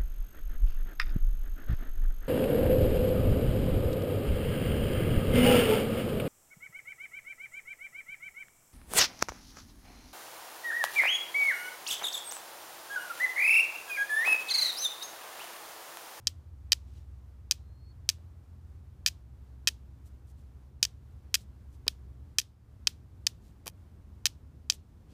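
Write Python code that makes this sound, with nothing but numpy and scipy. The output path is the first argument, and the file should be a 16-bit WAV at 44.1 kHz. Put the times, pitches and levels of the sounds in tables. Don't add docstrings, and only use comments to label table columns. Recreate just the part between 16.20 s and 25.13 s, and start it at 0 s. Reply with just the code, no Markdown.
import sys
import numpy as np
from scipy import signal
from scipy.fft import rfft, irfft, next_fast_len
from scipy.io import wavfile
from scipy.ndimage import uniform_filter1d, map_coordinates

SR = 44100
rng = np.random.default_rng(int(sys.argv[2]) if len(sys.argv) > 2 else 0)


def output_pcm(signal):
    pcm = np.clip(np.atleast_2d(signal).T, -1, 1) * 32767
    wavfile.write(sys.argv[1], SR, np.round(pcm).astype(np.int16))


N = 393813
TIME_S = np.arange(N) / SR

# start_s, blow_energy_db, scrape_s, scrape_db, body_db, snap_db, treble_db
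STRIKES = [ (0.0709, 4, 0.0076, -30, -8, -0.5, -2.5), (0.5198, 5, 0.0087, -26, -2, -4, 0.5),
           (1.3111, 5.5, 0.007, -29.5, -3, 2, 4), (1.8902, 5.5, 0.0089, -27, -2, .5, 4),
           (2.862, 5.5, .023, -31, 2, -1, 2), (3.4733, 4.5, 0.014, -25.5, 4, -1, 1.5),
           (4.6284, 6.5, .013, -29.5, -1, .5, 2.5), (5.1424, 3.5, 0.011, -23, 6, 0, 6.5),
           (5.6797, 2, .002, -22.5, -3.5, -8.5, 1), (6.185, 6, 0.014, -29, 1, 2, 6),
           (6.6714, 5, .004, -23, 0.5, -2.5, -5), (7.0675, 3, 0.0027, -22, -1, 3.5, 0.5),
           (7.4596, -26, 0.039, -57, 7, 1.5, 17.5), (8.056, 5, 0.01, -27.5, 0.5, 0, 2.5),
           (8.4995, 5.5, 0.0076, -31.5, -3.5, 0.5, -3), ]
# start_s, energy_db
CATCHES = [(0.5211, 4), (.5295, 3.5), (1.3205, -7), (2.876, -6), (3.478, -0.5), (4.6509, -3), (5.667, -33),
           (6.215, -23), (7.4695, -15.5), (7.4784, -11.5), (7.486, -26), (8.067, -1.5), (8.522, -15.5)]

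def flint(size=4096, firm_db=3.5, knock_per_db=0.78, snag_db=20, ground_db=-28.5, ground_delay_s=.004):
    out = np.zeros(N)
    t, hz = np.arange(size) / SR, np.fft.rfftfreq(size, 1 / SR)
    for start_s, blow_db, scrape_s, scrape_db, *colour_db in STRIKES:
        knock_db = knock_per_db * (firm_db - blow_db)
        knife = blade(hz, knock_db, *colour_db)
        strike = amp(blow_db) * blow(t, hz, knife) + amp(scrape_db) * scrape(t, hz, knife, scrape_s)
        add(out, start_s, strike)
        add(out, start_s + scrape_s, amp(scrape_db + snag_db) * blow(t, hz, knife))
        scatter = amp(ground_db) * np.linalg.norm(strike) * ground_scatter()
        add(out, start_s + ground_delay_s + scrape_s / 2, scatter)
        for catch_s, catch_db in CATCHES:
            if abs(catch_s - start_s) < t[-1]:
                add(out, catch_s, amp(catch_db) * blow(t, hz, knife))
    return out


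def blow(t, hz, knife, grit=0.29, crumble_s=.0011, contact_hz=8500):
    force = grit * rng.standard_normal(len(t)) * np.exp(-t / crumble_s)
    force[0] += 1
    return struck(force, knife / (1 + 1j * hz / contact_hz))


def scrape(t, hz, knife, length_s, spread_db=7.0, rise_s=0.0014, highpass_hz=3500):
    slips = rng.standard_normal(len(t)) * amp(spread_db * rng.standard_normal(len(t)))
    progress = t / length_s
    pressure = (1 - np.exp(-t / rise_s)) * np.exp(-0.26 * progress) / (1 + progress ** 14)
    highpass = 1j * hz / (highpass_hz + 1j * hz)
    return struck(slips * pressure, knife * highpass) * np.sqrt(length_s * SR)


def struck(force, knife):
    push = rfft(force)
    smooth_power = uniform_filter1d(np.abs(push) ** 2, size=61)
    flat_push = push / minimum_phase(10 * np.log10(np.abs(smooth_power) + 1e-12))
    fade = np.minimum(1, np.linspace(2, 0, len(force))) ** 4
    sound = irfft(flat_push * knife) * fade
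    return sound / np.linalg.norm(sound)


# pitch_hz, width_hz, gain_db
BLADE_MODES = [(1808, 150, 8), (2530, 210, 10), (3146, 220, 9.5), (3910, 440, 3.5), (4795, 430, 12),
               (5470, 260, 9.5), (6035, 450, 5.5)]
# freq_hz, gain_db
CLICK_SPECTRUM = [(60, -19), (250, -15.5), (600, -12.5), (1000, -7.5), (2000, -3), (3200, 4.5), (5000, 6),
                  (7500, 4.5), (10000, -3), (15000, -2)]

def blade(hz, knock_db, body_db, snap_db, treble_db, vary_db=1, detune=0.0078, travel_s=.0004):
    colour = [(900, knock_db), (1500, body_db), (2500, body_db), (3800, 0), (5000, 0),
              (5800, snap_db), (7000, snap_db), (10000, treble_db)]
    ring = 1
    for pitch_hz, width_hz, gain_db in BLADE_MODES:
        pitch_hz = pitch_hz * (1 + detune * rng.normal())
        damping = 1j * hz * width_hz
        resonance = damping / (pitch_hz ** 2 - hz ** 2 + damping)
        ring = ring + amp(gain_db + vary_db * rng.normal()) * resonance
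    dispersion = np.exp(-4j * np.pi * travel_s * np.sqrt(5000 * hz))
    return ring * dispersion * minimum_phase(along(CLICK_SPECTRUM, hz) + along(colour, hz))


# freq_hz, t60_s
GROUND_DECAY = [(300, .12), (3500, .26), (7000, .22), (15000, .15)]
# freq_hz, gain_db
SCATTER_SPECTRUM = [(300, -14), (1500, -10), (3200, 1.5), (6000, 0.5), (9000, -5), (15000, -9)]

def ground_scatter(near_db=8, near_t60_s=0.08, rise_s=0.0048):
    hz, t, bands = signal.stft(rng.standard_normal(SR // 2), SR, nperseg=128)
    near = amp(near_db - 60 * t / near_t60_s)
    far = amp(-60 * t / along(GROUND_DECAY, hz)[:, None])
    envelope = (near + far) * (1 - np.exp(-t / rise_s))
    colour = amp(along(SCATTER_SPECTRUM, hz))[:, None]
    tail = signal.istft(bands * colour * envelope, SR)[1]
    return tail / np.linalg.norm(tail)


# start_s, level_db
THUDS = [(1.983, -60), (4.629, -55), (5.667, -38.5), (5.679, -54), (7.464, -37.5)]
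# freq_hz, gain_db
NEST_SPECTRUM = [(80, -12.5), (200, -6.5), (450, -5.5), (900, -13.5), (3000, -23), (12000, -67.5)]

def thuds(t60_s=0.039, rise_s=0.00063):
    envelope, t = np.zeros(N), np.arange(SR // 10) / SR
    for start_s, level_db in THUDS:
        add(envelope, start_s, amp(level_db - 60 * t / t60_s) * (1 - np.exp(-t / rise_s)))
    return envelope * noise(NEST_SPECTRUM)


# peak_s, sigma_s, level_db, bright_db
RUSTLES = [(0.688, 0.033, -72, -8.5), (0.772, 0.041, -66.5, -9), (3.87, .013, -67.5, 11),
           (4.095, .018, -70, 8), (4.2, .022, -76.5, 6), (5.209, .018, -63.5, 2), (5.545, 0.02, -72, 3.5),
           (7.267, 0.033, -71.5, 0.5), (8.532, 0.016, -53, 5.5), (8.92, 0.02, -65, -13)]
# freq_hz, gain_db
STRAW_SPECTRUM = [(300, 4.5), (1500, -13.5), (3200, -5), (7500, -6), (15000, -14)]

def rustles(scuff_db=-87.5, swing_db=4, grain_db=2):
    swells = sum(amp(level_db) * bump(peak_s, sigma_s) * noise(STRAW_SPECTRUM, bright_db)
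                 for peak_s, sigma_s, level_db, bright_db in RUSTLES)
    scuffs = amp(scuff_db + swing_db * wobble(2.9)) * noise(STRAW_SPECTRUM, bright_db=-14)
    return (swells + scuffs) * amp(grain_db * wobble(400))


def bird(start_s=1.38, length_s=.335, pitch_hz=4080, rise_hz_per_s=880, end_db=-71.5, swell_db_per_s=62):
    age_s = np.clip(TIME_S - start_s, 0, length_s)
    level_db = end_db - swell_db_per_s * (length_s - age_s)
    whistle = tone(pitch_hz + rise_hz_per_s * age_s, level_db, waver_db=-1.0, waver_hz=33)
    return whistle * gate(start_s, start_s + length_s, fade_s=.015)


# time_s, level_db
ENGINE_LEVELS = [(0, -57), (.45, -48), (1.3, -49), (2.1, -58.5), (3.4, -49.5), (4.8, -55.5), (5.9, -48),
                 (6.4, -60.5), (8.93, -60)]
# start_s, end_s, pitch_hz, drift_hz_per_s, level_db
DRONES = [(-0.5, 2.7, 85.5, -.8, -53.5), (3.5, 11, 75, 0, -57.5), (0, 8.5, 91, 0, -61.5),
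          (-0.5, 7.7, 113, -0.079, -63), (0, 6.8, 122.5, .85, -64)]

def engines(rev_hz=76.93, idle_hz=65.3, settle_s=.33):
    firing_hz = idle_hz + (rev_hz - idle_hz) * np.exp(-(TIME_S / settle_s) ** 2)
    engine_db = np.interp(TIME_S, *np.transpose(ENGINE_LEVELS))
    out = tone(firing_hz, engine_db, waver_db=0.42, waver_hz=3.3)
    for start_s, end_s, pitch_hz, drift_hz_per_s, level_db in DRONES:
        hum = tone(pitch_hz + drift_hz_per_s * (TIME_S - start_s), level_db, waver_db=2, waver_hz=3.6)
        out += gate(start_s, end_s, fade_s=0.46) * hum
    return out


# freq_hz, gain_db
RUMBLE_SPECTRUM = [(20, -23), (30, -16), (40, -6), (52, -1), (70, 0), (115, -5), (150, -11), (190, -13),
                   (270, -17), (400, -24), (800, -42), (3000, -120)]
# freq_hz, gain_db
AIR_SPECTRUM = [(100, -9.5), (400, -2), (700, -2.5), (1100, -4.5), (2000, -12.5), (2900, -16.5),
                (4200, -18), (7000, -20.5), (11000, -23), (15000, -23.5)]
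# centre_s, sigma_s, depth_db
LULLS = [(6.36, .11, 6), (8.671, .09, 3)]

def background(rumble_db=-58, rise_db_per_s=0.53, air_db=-71.5, air_lull_share=0.7):
    lull_db = sum(depth_db * bump(centre_s, sigma_s) for centre_s, sigma_s, depth_db in LULLS)
    rumble = amp(rumble_db + rise_db_per_s * TIME_S) * noise(RUMBLE_SPECTRUM)
    air = amp(air_db - air_lull_share * lull_db + .7 * wobble(9.2)) * noise(AIR_SPECTRUM)
    return amp(-lull_db) * (engines() + rumble) + air


def tone(hz, level_db, waver_db, waver_hz):
    envelope = np.sqrt(2) * amp(level_db + waver_db * wobble(waver_hz))
    return envelope * np.sin(2 * np.pi * (np.cumsum(hz) / SR + rng.random()))


def noise(spectrum, bright_db=0):
    tilt = [(2000, 0), (10000, bright_db)]
    x = filtered(rng.standard_normal(N), lambda hz: amp(along(spectrum, hz) + along(tilt, hz)))
    return x / np.sqrt(np.mean(x ** 2) + 1e-20)


def filtered(x, response):
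    size = next_fast_len(N + 8192)
    return irfft(rfft(x, size) * response(np.fft.rfftfreq(size, 1 / SR)), size)[:N]


def minimum_phase(gain_db):
    cepstrum = irfft(np.log(amp(gain_db)))
    half = len(cepstrum) // 2
    cepstrum[1:half] *= 2
    cepstrum[half + 1:] = 0
    return np.exp(rfft(cepstrum))


def along(points, hz):
    freq_hz, values = np.transpose(points)
    return np.interp(np.log(hz + 1), np.log(freq_hz + 1), values)


def wobble(rate_hz):
    return map_coordinates(rng.standard_normal(int(N * rate_hz / SR) + 4), [TIME_S * rate_hz])


def bump(centre_s, sigma_s):
    return np.exp(-((TIME_S - centre_s) / sigma_s) ** 2 / 2)


def gate(start_s, end_s, fade_s):
    return np.clip(1 + np.minimum(TIME_S - start_s, end_s - TIME_S) / fade_s, 0, 1)


def amp(db):
    return 10 ** (np.asarray(db) / 20)


def add(track, start_s, sound):
    part = track[round(start_s * SR):][:len(sound)]
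    part += sound[:len(part)]


def scene():
    return (flint() + thuds() + rustles() + bird() + background())[None]


def record(dry, top_hz=15450, ceiling=.52):
    lowpass = lambda hz: 1 / np.sqrt(1 + (hz / top_hz) ** 200)
    heard = filtered(dry[0], lowpass)
    rounded = heard / (1 + (heard / ceiling) ** 6) ** (1 / 6)
    return filtered(rounded, lowpass)[None]


dry = scene()
out = record(dry)
output_pcm(out)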